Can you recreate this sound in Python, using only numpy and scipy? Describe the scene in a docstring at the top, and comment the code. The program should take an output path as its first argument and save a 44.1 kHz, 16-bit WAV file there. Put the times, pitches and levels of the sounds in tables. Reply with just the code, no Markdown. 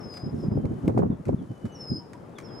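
"""A tidal marsh, stereo microphone in the open, a soft rush in the distance throughout.
A bird opens with two thin, falling whistles that scatter off the banks; a few dry ticks sound close by.
Puffs of wind buffet the microphone, hardest around 1 s, and the recorder turns its gain down.
As the wind eases and the gain creeps back, fainter calls answer from afar.
The loudest whistle comes near 1.9 s, overlapped by a second, lower one; a last one follows at 2.4 s."""
import sys
import numpy as np
from scipy import signal
from scipy.fft import rfft, irfft, next_fast_len
from scipy.io import wavfile
from scipy.ndimage import uniform_filter1d, map_coordinates

SR = 44100
rng = np.random.default_rng(int(sys.argv[2]) if len(sys.argv) > 2 else 0)


def bounce(signal):
    """Save signal as a 16-bit WAV file at the path given by the first command-line argument."""
    frames = np.transpose(np.atleast_2d(signal))
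    limited = np.clip(frames, -1, 1)
    pcm = np.round(limited * 32767).astype(np.int16)
    wavfile.write(sys.argv[1], SR, pcm)


N = 114660  # 2.6 s

WAVER_HZ, FLUTTER_DB = 16.25, 2.5  # unsteadiness of pitch and level
# Nearer whistles, one contour each; a second, lower whistle overlaps the loudest: t/s, f/Hz, level/dB
WHISTLE_CONTOURS = [
    [(0.0, 5420, -57.5), (.035, 5185, -55.5), (.14, 5004, -49), (.19, 4960, -52.5), (.26, 5104, -54.5),
     (.305, 5060, -66)],
    [(.355, 5310, -69), (.39, 5240, -62.5), (.445, 5050, -58), (.495, 4950, -76), (.535, 5040, -63.5),
     (.6, 5070, -84)],
    [(1.718, 6330, -60), (1.735, 6145, -65.5), (1.765, 5423, -47), (1.79, 5380, -59), (1.812, 5328, -40.5),
     (1.85, 5183, -50.5), (1.905, 5078, -39), (1.965, 5080, -39.5), (2.005, 5270, -53.5), (2.03, 5400, -56)],
    [(1.82, 5164, -54), (1.94, 4963, -49.5), (2.0, 4956, -52), (2.04, 4930, -69)],
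    [(2.425, 5360, -67), (2.448, 5410, -53), (2.482, 5125, -64), (2.53, 5060, -55), (2.56, 5110, -54.5),
     (2.6, 5210, -56)],
]
# Where each whistle sits: left over right/dB
WHISTLE_PAN_DB = [3.5, 1.5, 1.5, -3, -6.5]
# Second and third harmonic, against the fundamental: level/dB
OVERTONES_DB = [-30, -39.5]


def whistles():
    """The nearer whistles: almost pure tones that fall, level out and mostly lift at the end."""
    out, t = np.zeros((2, N)), clock()
    for rows, pan_db in zip(WHISTLE_CONTOURS, WHISTLE_PAN_DB):
        hz, db = curves(rows)
        phase = phase_of(uniform_filter1d(hz, size=400) + WAVER_HZ * wobble(120))
        overtones = sum(amp(level) * np.sin(k * phase) for k, level in enumerate(OVERTONES_DB, 2))
        tone = np.sqrt(2) * (np.sin(phase) + overtones)
        gate = np.clip(np.minimum(t - rows[0][0], rows[-1][0] - t) / 0.0082, 0, 1)
        out += panned(tone * gate * amp(db + FLUTTER_DB * wobble(90)), pan_db)
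    return out


# Puffs on the microphone: peak t/s, width/s, level/dB
PUFFS = [(0.066, 0.0081, -34.5), (0.239, 0.0067, -27.5), (0.274, 0.014, -27.5), (0.346, 0.026, -29),
         (0.392, 0.016, -29.5), (0.45, 0.025, -26.5), (0.525, 0.018, -22.5), (0.579, 0.025, -21),
         (0.652, 0.017, -20.5), (0.717, 0.048, -26.5), (0.85, 0.02, -24.5), (0.891, 0.022, -17),
         (0.935, 0.035, -23.5), (0.99, 0.032, -16), (1.044, 0.021, -16.5), (1.114, 0.025, -22.5),
         (1.205, 0.011, -31), (1.291, 0.019, -18), (1.333, 0.0087, -17.5), (1.404, 0.037, -30),
         (1.51, 0.013, -28.5), (1.653, 0.012, -25), (1.92, 0.016, -25.5), (1.97, 0.021, -34.5)]
# Low buffeting: f/Hz, density/dB
BUFFET_SPECTRUM = [(25, -42.5), (60, -7.5), (120, 3.5), (230, 0.5), (380, -8), (600, -29.5), (1000, -50.5),
                   (5000, -98.5)]
# Its stereo image: f/Hz, left-right correlation
BUFFET_IMAGE = [(60, 0.65), (150, 0.89), (300, 0.25), (600, 0.093), (1500, -0.94)]
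# Brighter flurry in the strongest puffs: f/Hz, density/dB
FLURRY_SPECTRUM = [(200, -44.5), (400, 11.5), (600, 3.5), (1300, -15.5), (4000, -53)]
# Its stereo image: f/Hz, left-right correlation
FLURRY_IMAGE = [(500, -0.59)]


def wind(breeze_db=-53.5, rise_over_fall=0.77, flurry_growth=1.83):
    """Puffs of lumpy buffeting right on the microphone; the strongest turn brighter."""
    power = amp(breeze_db) ** 2
    for peak, width, level in PUFFS:
        u = (clock() - peak) / width
        power = power + amp(level) ** 2 * np.exp(-np.where(u < 0, u / rise_over_fall, u) ** 2)
    wind_db = 10 * np.log10(power)
    buffet = amp(wind_db + 2 * wobble(110)) * steadied(noise(BUFFET_SPECTRUM, BUFFET_IMAGE))
    flurry = unit(amp(3.3 * wobble(150)) * steadied(noise(FLURRY_SPECTRUM, FLURRY_IMAGE)))
    return buffet + panned(amp(6 + flurry_growth * wind_db) * flurry, pan_db=-4)


# Eddies striking the microphone: t/s, envelope peak level/dB, f/Hz
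EDDIES = [(.437, -23.5, 390), (.486, -9, 169), (.522, -16, 212), (.559, -14.5, 209), (.576, -16, 470),
          (0.657, -11.5, 133), (.8805, -2.5, 273), (.977, -5.5, 640), (.993, -6.5, 328), (1.022, -16, 900),
          (1.036, -15.5, 643), (1.104, -8.5, 201), (1.293, -7.5, 414), (1.346, -8, 180), (1.92, -15.5, 217),
          (1.958, -22, 258)]


def eddy_slaps(half_width_cycles=0.3, port_lag_s=0.00041):
    """Each eddy is one swing of pressure, reaching the microphone's two ports out of step."""
    out = np.zeros((2, N))
    for centre, db, hz in EDDIES:
        cycles = (clock() - centre) * hz
        envelope = amp(db) * np.exp(1 - np.hypot(1, cycles / half_width_cycles))
        lead_cycles = np.array([[.5], [-.5]]) * port_lag_s * hz
        out += envelope * np.sin(2 * np.pi * (cycles + lead_cycles))
    return out


# Dry ticks close by: t/s, click level/dB, rustle level/dB
TICKS = [(0.14, -43.5, -54), (0.171, -40.5, -50.5), (0.655, -44, -67), (.879, -30, -46),
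         (0.978, -44, -44.5), (1.254, -42.5, -50), (1.283, -51, -52), (1.654, -43.5, -50.5),
         (2.133, -41.5, -56), (2.384, -40.5, -44)]
# Colour of click and rustle: f/Hz, density/dB
TICK_SPECTRUM = [(300, -12), (1200, 10), (1800, 5.5), (2300, 8), (2800, -5), (5000, -5), (7500, -6.5),
                 (10500, -12), (15000, -25)]


def ticks(click_s=0.0023, ring_hz=2140, ring_db=-8, ring_s=0.0022, rise_s=0.0021, rustle_s=0.019):
    """Close to the microphone: a sharp click with a brief ring, then a short dry rustle."""
    click, rustle, ring = np.zeros((3, N))
    for start, click_db, rustle_db in TICKS:
        t = np.maximum(clock() - start, 0)
        click += amp(click_db) * (t > 0) * np.exp(-t / click_s)
        ring += amp(click_db + ring_db) * np.exp(-t / ring_s) * np.sin(2 * np.pi * ring_hz * t)
        rustle += amp(rustle_db) * (1 - np.exp(-t / rise_s)) * np.exp(-t / rustle_s)
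    envelope = click + rustle * amp(2.8 * wobble(380))
    return ring + envelope * noise(TICK_SPECTRUM, image=[(1000, 0.67)])


# Held notes from afar: t/s, length/s, starting f/Hz, level/dB
FAR_NOTES = [(0, 0.083, 6020, -69), (0.481, .42, 3160, -71.5), (1.356, 0.35, 3095, -66.5),
             (1.569, 0.29, 3016, -60), (1.936, 0.097, 3070, -75), (1.985, 0.081, 963, -54.5),
             (2.139, 0.031, 977, -49.5), (2.2, 0.1, 3200, -74), (2.453, 0.25, 3215, -71.5)]
# Chirps from afar: t/s, final f/Hz, level/dB
FAR_CHIRPS = [(1.103, 3220, -67.5), (1.372, 3110, -66), (2.352, 3110, -60), (2.477, 3010, -67.5)]


def far_calls(sag_hz_per_s=440, chirp_rise_s=0.014, chirp_drop_hz=610):
    """Distant birds, dead centre: notes that swell, sag and die away, and chirps that drop quickly."""
    out = np.zeros(N)
    for start, length, hz, db in FAR_NOTES:
        t = np.clip(clock() - start, 0, length)
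        pitch = hz - sag_hz_per_s * t + 6 * wobble(60)
        envelope = amp(db + FLUTTER_DB * wobble(20)) * np.sin(np.pi * t / length)
        out += envelope * np.sin(phase_of(pitch))
    for start, hz, db in FAR_CHIRPS:
        u = np.maximum(clock() - start, 0) / chirp_rise_s
        pitch = hz + chirp_drop_hz * np.exp(-u / 2)
        out += amp(db) * u * np.exp(1 - u) * np.sin(phase_of(pitch))
    return np.sqrt(2) * np.array([out, out])


def marsh_echoes(x, reeds_t60_s=.65, banks_t60_s=.13, far_bank_s=.028, top_hz=8200):
    """Add quick scatter and one slap from the mud banks and a wide tail from the reeds, all dulled."""
    t = np.arange(SR) / SR
    mid, side = rng.standard_normal((2, SR)) * amp(-60 * t / reeds_t60_s)
    side *= amp(0.5)
    reeds = np.array([mid + side, mid - side])
    banks = rng.standard_normal(SR) * amp(-60 * t / banks_t60_s)
    response = amp(-16) * reeds / np.linalg.norm(reeds[0]) + amp(-6.5) * banks / np.linalg.norm(banks)
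    scatter = signal.fftconvolve(x, response, axes=1)[:, :N]
    slap = amp(-9) * filtered(x, lambda hz: np.exp(-2j * np.pi * hz * far_bank_s))
    return x + filtered(scatter + slap, lambda hz: 1 / np.hypot(1, (hz / top_hz) ** 2))


# Distant rush: f/Hz, density/dB
RUSH_SPECTRUM = [(20, -32.5), (122, 1), (450, -3.5), (1240, -16), (2700, -33), (5000, -45.5), (15500, -56)]
# Its slow drift: t/s, level/dB
RUSH_LEVEL = [(.2, -42), (1.5, -45), (2.2, -44.5)]
# Faint hiss: f/Hz, density/dB
HISS_SPECTRUM = [(3500, 0.5), (6500, 1.5), (8500, -3.5), (10500, -0.5), (12000, -11.5), (15500, -13)]
# Its swells: t/s, level/dB
HISS_LEVEL = [(.08, -70.5), (.16, -60.5), (.24, -73), (.39, -64.5), (.52, -69.5), (.93, -65), (.985, -66.5),
              (1.04, -71.5), (1.46, -67), (2.6, -73.5)]
# Stereo image of rush and hiss: f/Hz, left-right correlation
AIR_IMAGE = [(60, 1), (250, 0.8), (1000, 0.081), (3000, 0.39), (10000, 0.63)]


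def air():
    """The distant rush of the open marsh, left of centre, and a faint, swelling hiss."""
    (rush_db,), (hiss_db,) = curves(RUSH_LEVEL), curves(HISS_LEVEL)
    rush = amp(rush_db + wobble(9.9)) * noise(RUSH_SPECTRUM, AIR_IMAGE)
    hiss = amp(hiss_db + 1.3 * wobble(200)) * noise(HISS_SPECTRUM, AIR_IMAGE)
    return panned(rush, pan_db=4.5) + hiss


def amp(db):
    """Decibels to gain."""
    return 10 ** (np.asarray(db) / 20)


def unit(x):
    """Scale to rms 1."""
    return x / np.sqrt(np.mean(x ** 2) + 1e-20)


def clock():
    """The time of each sample."""
    return np.arange(N) / SR


def phase_of(hz):
    """Running phase of a gliding pitch."""
    return 2 * np.pi * np.cumsum(hz) / SR


def along(points, hz):
    """Interpolate (f/Hz, value) points on a log axis."""
    f, values = np.transpose(points)
    return np.interp(np.log(hz + 1), np.log(f + 1), values)


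def curves(rows):
    """One value per sample for each column after the time."""
    times, *columns = np.transpose(rows)
    return [np.interp(clock(), times, column) for column in columns]


def wobble(rate):
    """A smooth random curve, rate knots a second."""
    return map_coordinates(rng.standard_normal(1024), [clock() * rate], mode="mirror")


def panned(x, pan_db):
    """Make the left louder than the right by pan_db."""
    return x * amp(np.array([[.5], [-.5]]) * pan_db)


def filtered(x, response):
    """Apply a frequency response to x."""
    size = next_fast_len(N + SR // 2)
    return irfft(rfft(x, size) * response(np.fft.rfftfreq(size, 1 / SR)), size)[..., :N]


def noise(spectrum, image):
    """Coloured stereo noise of rms 1; image gives its left-right correlation by frequency."""
    def mid_side_gains(hz):
        angle = np.arccos(np.clip(along(image, hz), -1, 1)) / 2
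        return amp(along(spectrum, hz)) * [np.cos(angle), np.sin(angle)]
    mid, side = filtered(rng.standard_normal((2, N)), mid_side_gains)
    return unit(np.array([mid + side, mid - side]))


def running_power(x, size):
    """Mean square of both channels over size samples."""
    return np.abs(uniform_filter1d(np.mean(x ** 2, axis=0), size))


def steadied(x):
    """Even out the slow swings in the level of a noise."""
    return x / np.sqrt(running_power(x, 900) + 1e-6)


def scene():
    """Birds across the marsh, wind and ticks at the microphone, open air behind."""
    return marsh_echoes(whistles() + far_calls()) + wind() + eddy_slaps() + ticks() + air()


def record(dry, threshold_db=-28.5, duck_share=0.31, recover_db_per_s=7, top_hz=15700):
    """The recorder's gain ducks at loud moments and recovers slowly; nothing is kept above top_hz."""
    level_db = 10 * np.log10(running_power(dry, 600) + 1e-12)
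    wanted_cut_db = duck_share * np.maximum(level_db - threshold_db, 0)
    recovered_db = recover_db_per_s * clock()
    duck_db = np.maximum.accumulate(wanted_cut_db + recovered_db) - recovered_db
    return filtered(dry * amp(-duck_db), lambda hz: hz < top_hz)


dry = scene()
out = record(dry)
bounce(out)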